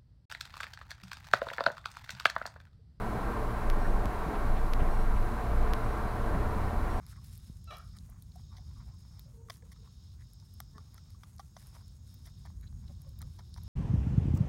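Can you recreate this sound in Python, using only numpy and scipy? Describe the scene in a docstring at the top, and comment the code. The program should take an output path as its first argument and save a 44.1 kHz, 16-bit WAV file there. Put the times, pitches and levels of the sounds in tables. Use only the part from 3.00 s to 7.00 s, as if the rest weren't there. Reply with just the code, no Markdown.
"""Inside a small car creeping over a snowy road, heard from a camera microphone on the windscreen.
From the start the heater blower rushes and the wiper motor hums over the rumble of the tyres.
Within a second the engine lugs and makes the cabin boom; then the wipers thud and scuff on the glass,
close to the microphone. After two seconds the engine revs up and the car pulls away.
All along the camera adds its own hiss, a thin whine that comes and goes and a few electrical clicks."""
import sys
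import numpy as np
from scipy.fft import rfft, irfft, next_fast_len
from scipy.io import wavfile
from scipy.ndimage import uniform_filter1d, map_coordinates

SR = 44100
rng = np.random.default_rng(int(sys.argv[2]) if len(sys.argv) > 2 else 0)


def digitize_waveform(pressure):
    """Quantize a signal to 16-bit integers and store it at the path in sys.argv[1].

    Rows of a 2-D input are taken as channels; values are limited to [-1, 1].
    """
    field = np.atleast_2d(pressure).T
    bounded = np.clip(field, -1, 1)
    quanta = np.round(bounded * 32767).astype(np.int16)
    wavfile.write(sys.argv[1], SR, quanta)


N = 176400  # 4 s


def amp(db):
    """Decibels to gain."""
    return 10 ** (np.asarray(db) / 20)


def unit(x):
    """Scale to rms 1."""
    return x / np.sqrt(np.mean(x ** 2) + 1e-20)


def clock():
    """The time of each sample in seconds."""
    return np.arange(N) / SR


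def curves(rows):
    """One value per sample for each column after the time."""
    times, *columns = np.transpose(rows)
    return [np.interp(clock(), times, column) for column in columns]


def wobble(rate):
    """A smooth random curve, rate knots a second."""
    knots = rng.standard_normal(int(N * rate / SR) + 4)
    return map_coordinates(knots, [clock() * rate])


def filtered(x, response):
    """x through a filter whose gain is response(hz)."""
    size = next_fast_len(N + SR // 2)
    hz = np.fft.rfftfreq(size, 1 / SR)
    return irfft(rfft(x, size) * response(hz), size)[:N]


def noise(colour):
    """Noise of rms 1, its spectrum drawn through rows of frequency_hz, relative_db."""
    points_hz, points_db = np.transpose(colour)

    def response(hz):
        return amp(np.interp(np.log(hz + 1), np.log(points_hz + 1), points_db, left=-120, right=-120))
    return unit(filtered(rng.standard_normal(N), response))


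def tone(hz):
    """A sine of rms 1 that follows a pitch curve."""
    cycles = np.cumsum(hz * np.ones(N)) / SR
    return np.sqrt(2) * np.sin(2 * np.pi * (cycles + rng.random()))


def camera_electronics(hiss_db=-61.5, whistle_hz=9804, whistle_db=-73, flicker_db=1.6):
    """The camera's own noise floor: hiss, a thin whistle and bursts of electrical whine."""
    # spectrum of the hiss: frequency_hz, relative_db
    hiss_colour = [(2500, -4.5), (5000, 1.5), (7500, 1), (12000, 0), (14500, 0), (15800, -5.5)]
    # bursts of whine: start_s, end_s
    bursts = [(.805, .905), (1.905, 2.04), (2.035, 2), (2.841, 2.94), (3.9, 4)]
    # tones of the whine: pitch_hz, level_db
    whine_tones = [(2796, -70.5), (4194, -71), (5593, -71), (8389, -73), (11186, -75)]
    t = clock()
    gate = sum(1. * ((t > start_s) & (t < end_s)) for start_s, end_s in bursts)
    gate = uniform_filter1d(gate, size=300)  # 7 ms fades
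    whine = gate * sum(amp(db + flicker_db * wobble(40)) * tone(hz) for hz, db in whine_tones)
    hiss = amp(hiss_db) * noise(hiss_colour)
    whistle = amp(whistle_db) * tone(whistle_hz + 1.9 * wobble(5.9))
    return hiss + whistle + whine


def clicks_and_step(width_s=1 / 8000, pop_s=1.0573, pop_height=-0.063, pop_decay_s=0.00091):
    """Tiny square electrical pulses; and, apart from them, at 1.06 s the sound steps suddenly and settles back
    within a millisecond."""
    # electrical clicks: time_s, signed_height
    clicks = [(0.7006, 0.081), (1.736, 0.093), (2.7358, -0.11)]
    t, spikes = clock(), np.zeros(N)
    for time_s, height in clicks:
        spikes[round(time_s * SR)] = height
    # a sinc response widens each spike into a square pulse
    pulses = filtered(spikes, lambda hz: width_s * SR * np.sinc(hz * width_s))
    pop = pop_height * (t >= pop_s) * np.exp(-abs(t - pop_s) / pop_decay_s)
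    return pulses + pop


def heater_blower():
    """Steady heater air with a slight flutter, coloured by the cabin and by the vents."""
    # air ringing in the cabin: frequency_hz, relative_db
    cabin_colour = [(90, -9), (125, -2), (150, -11), (172, -4.5), (199, 1), (240, -2.5), (295, -6.5),
                    (338, -1), (372, -9), (435, -1.5), (485, -5.5), (526, -13.5), (586, -2.5), (641, -8),
                    (732, -2), (829, -8.5), (900, -8), (1100, -24)]
    # air rushing through the vents: frequency_hz, relative_db
    vent_colour = [(680, -32), (900, -5), (1030, 0.5), (1170, -2.5), (1240, -8), (1360, -3.5), (1460, -9),
                   (1580, -5), (1700, -15.5), (1840, -10.5), (1930, -15.5), (2240, -16.5), (2500, -21.5),
                   (3100, -27), (3700, -29), (3970, -25), (4600, -32), (6500, -44.5)]
    # air at the microphone: time_s, cabin_db, vent_db
    air_levels = [(0, -38, -42), (.3, -37.5, -41.5), (.7, -39, -42.5), (1.05, -38, -43), (1.33, -38, -41),
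                  (1.62, -39.5, -43.5), (1.88, -37, -43.5), (2.1, -40.5, -43.5), (2.4, -39, -42.5),
                  (2.75, -39, -41.5), (3.05, -38.5, -42.5), (3.4, -37.5, -41.5), (3.65, -38.5, -42.5),
                  (4, -38, -43)]
    cabin_db, vent_db = curves(air_levels)
    cabin = amp(cabin_db + 0.67 * wobble(7.02)) * noise(cabin_colour)
    vents = amp(vent_db + 0.35 * wobble(9.01)) * noise(vent_colour)
    return cabin + vents


def tyres():
    """Low rumble of the tyres on packed snow, heard from inside the car."""
    # spectrum of the rumble: frequency_hz, relative_db
    rumble_colour = [(10, -10), (20, -0.5), (35, -2), (52, 0.5), (68, -11), (90, -12.5), (115, -10.5),
                     (150, -29.5), (250, -53)]
    # swells of the rumble: time_s, level_db
    rumble_levels = [(0, -36), (.6, -38.5), (.9, -40), (1.15, -32.5), (1.42, -37), (1.52, -29), (1.65, -35),
                     (2.2, -32.5), (2.55, -33.5), (2.9, -35.5), (3.25, -35), (3.42, -29), (3.7, -34),
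                     (4, -34)]
    level_db, = curves(rumble_levels)
    return amp(level_db) * noise(rumble_colour)


def wiper_motor():
    """A hum at multiples of the shaft speed, which sags as the blades drag."""
    # speed of the motor: time_s, shaft_hz
    speeds = [(0.0, 57), (0.17, 57.0), (0.26, 57.5), (0.48, 57.5), (0.78, 56), (1.01, 56), (1.19, 57.5),
              (1.59, 55.0), (2.0, 54.5), (2.63, 57.5), (3.91, 58), (4.0, 58)]
    # partials of the hum: shaft_multiple, level_db
    partials = [(1, -42.5), (2, -45), (3, -57), (4, -57.5)]
    shaft_hz, = curves(speeds)
    shaft_hz = shaft_hz * (1 + 0.0049 * wobble(12))
    return sum(amp(db + 0.99 * wobble(11)) * tone(multiple * shaft_hz) for multiple, db in partials)


def wiper_thuds(shudder_attack_s=0.0043, shudder_t60_s=0.18, knock_attack_s=0.0023, knock_t60_cycles=5.4):
    """Each arm lands on the windscreen, near the microphone, with a dull shudder and a damped knock."""
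    # landings of the arms: start_s, shudder_db, knock_hz, knock_db
    thuds = [(1.047, -38, 300, -18), (1.261, -33, 190, -27), (1.49, -44, 70, -32), (1.818, -30, 131, -19.5),
             (2.151, -32.5, 100, -26), (2.85, -41, 62, -24), (3.335, -28.5, 125.4, -29)]
    # spectrum of the shudder: frequency_hz, relative_db
    shudder_colour = [(25, -17), (65, 3), (110, -5), (190, -2), (300, -14), (800, -42)]
    t, out = clock(), np.zeros(N)
    for start_s, shudder_db, knock_hz, knock_db in thuds:
        age = np.maximum(t - start_s, 0)
        shudder_rise = 1 - np.exp(-age / shudder_attack_s)
        shudder = amp(shudder_db - 60 * age / shudder_t60_s) * noise(shudder_colour)
        cycles = knock_hz * age
        knock_rise = 1 - np.exp(-age / knock_attack_s)
        knock = amp(knock_db - 60 * cycles / knock_t60_cycles) * np.sin(2 * np.pi * cycles)
        out += shudder_rise * shudder - knock_rise * knock
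    return out


def wiper_scuffs():
    """Rubber blades scuff and squeak on the wet glass, each rub a short swell of band noise."""
    # rubs of the blades: middle_s, length_s, level_db, centre_hz, width_octaves
    scuffs = [(0.856, 0.012, -40, 1550, .18), (1.14, 0.063, -52, 1640, .4),
              (1.331, 0.089, -39.5, 310, 0.61), (1.345, 0.081, -41.5, 870, 0.38),
              (1.356, 0.018, -50.5, 1950, .5), (1.572, 0.02, -54, 2730, 0.48),
              (1.808, 0.022, -50.5, 2130, .45), (1.878, 0.032, -49, 1510, 0.44),
              (2.168, 0.017, -54, 2210, .4), (2.81, 0.059, -59, 1690, .4), (3.348, 0.035, -48, 1501, 0.42)]
    t, out = clock(), np.zeros(N)
    for middle_s, length_s, level_db, centre_hz, width_octaves in scuffs:
        def band(hz):
            return np.exp(-.5 * (np.log2((hz + 1) / centre_hz) / width_octaves) ** 2)
        rub = unit(filtered(rng.standard_normal(N), band))
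        swell = np.exp(-2 * ((t - middle_s) / length_s) ** 2)
        out += amp(level_db) * swell * rub
    return out


def engine():
    """The engine lugs, then revs up: uneven low orders that follow its firing rate."""
    # the engine heard in the cabin: time_s, firing_hz, level_db
    revs = [(0, 27.5, -45), (.65, 27.05, -42), (.91, 38.54, -31), (1.05, 41.9, -35), (1.3, 26.9, -46),
            (1.6, 23.1, -34), (1.9, 23.56, -35), (2.12, 26.25, -34), (2.25, 33, -42), (2.45, 49.96, -32.5),
            (2.6, 57.05, -32.5), (2.8, 62.1, -41.5), (3.1, 72.97, -40.5), (3.35, 83.3, -39.5),
            (3.65, 81.5, -35.5), (4, 80, -38.5)]
    # engine orders: firing_multiple, relative_db
    orders = [(.5, -3.5), (1, -1), (1.5, -24), (2, -23), (2.5, -20.5), (3, -31)]
    firing_hz, level_db = curves(revs)
    return sum(amp(level_db + db + 0.99 * wobble(13)) * tone(multiple * firing_hz)
               for multiple, db in orders)


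def cabin_boom(pitch_hz=22.6):
    """Shaken by the engine, the car body booms at its own pitch all around the microphone."""
    # swells of the boom: time_s, level_db
    boom_levels = [(0, -45), (.56, -39), (.68, -25), (.76, -23.5), (.86, -29.5), (.96, -28), (1.1, -38.5),
                   (1.4, -39), (1.5, -27), (1.65, -23.5), (1.85, -23), (2, -29.5), (2.2, -26), (2.42, -37),
                   (2.62, -25.5), (2.85, -33.5), (3.05, -40), (4, -33.5)]
    level_db, = curves(boom_levels)
    return amp(level_db) * tone(pitch_hz + 0.39 * wobble(5.26))


def scene():
    """The car and its wipers at the one windscreen microphone, plus the camera's own noise and a sudden step in
    the sound."""
    car = heater_blower() + tyres() + engine() + cabin_boom()
    wipers = wiper_motor() + wiper_thuds() + wiper_scuffs()
    camera = camera_electronics() + clicks_and_step()
    return (car + wipers + camera)[None]


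def record(dry):
    """The camera keeps nothing above its band limit."""
    top_hz = 15830
    return filtered(dry[0], lambda hz: hz < top_hz)[None]


dry = scene()
out = record(dry)
digitize_waveform(out)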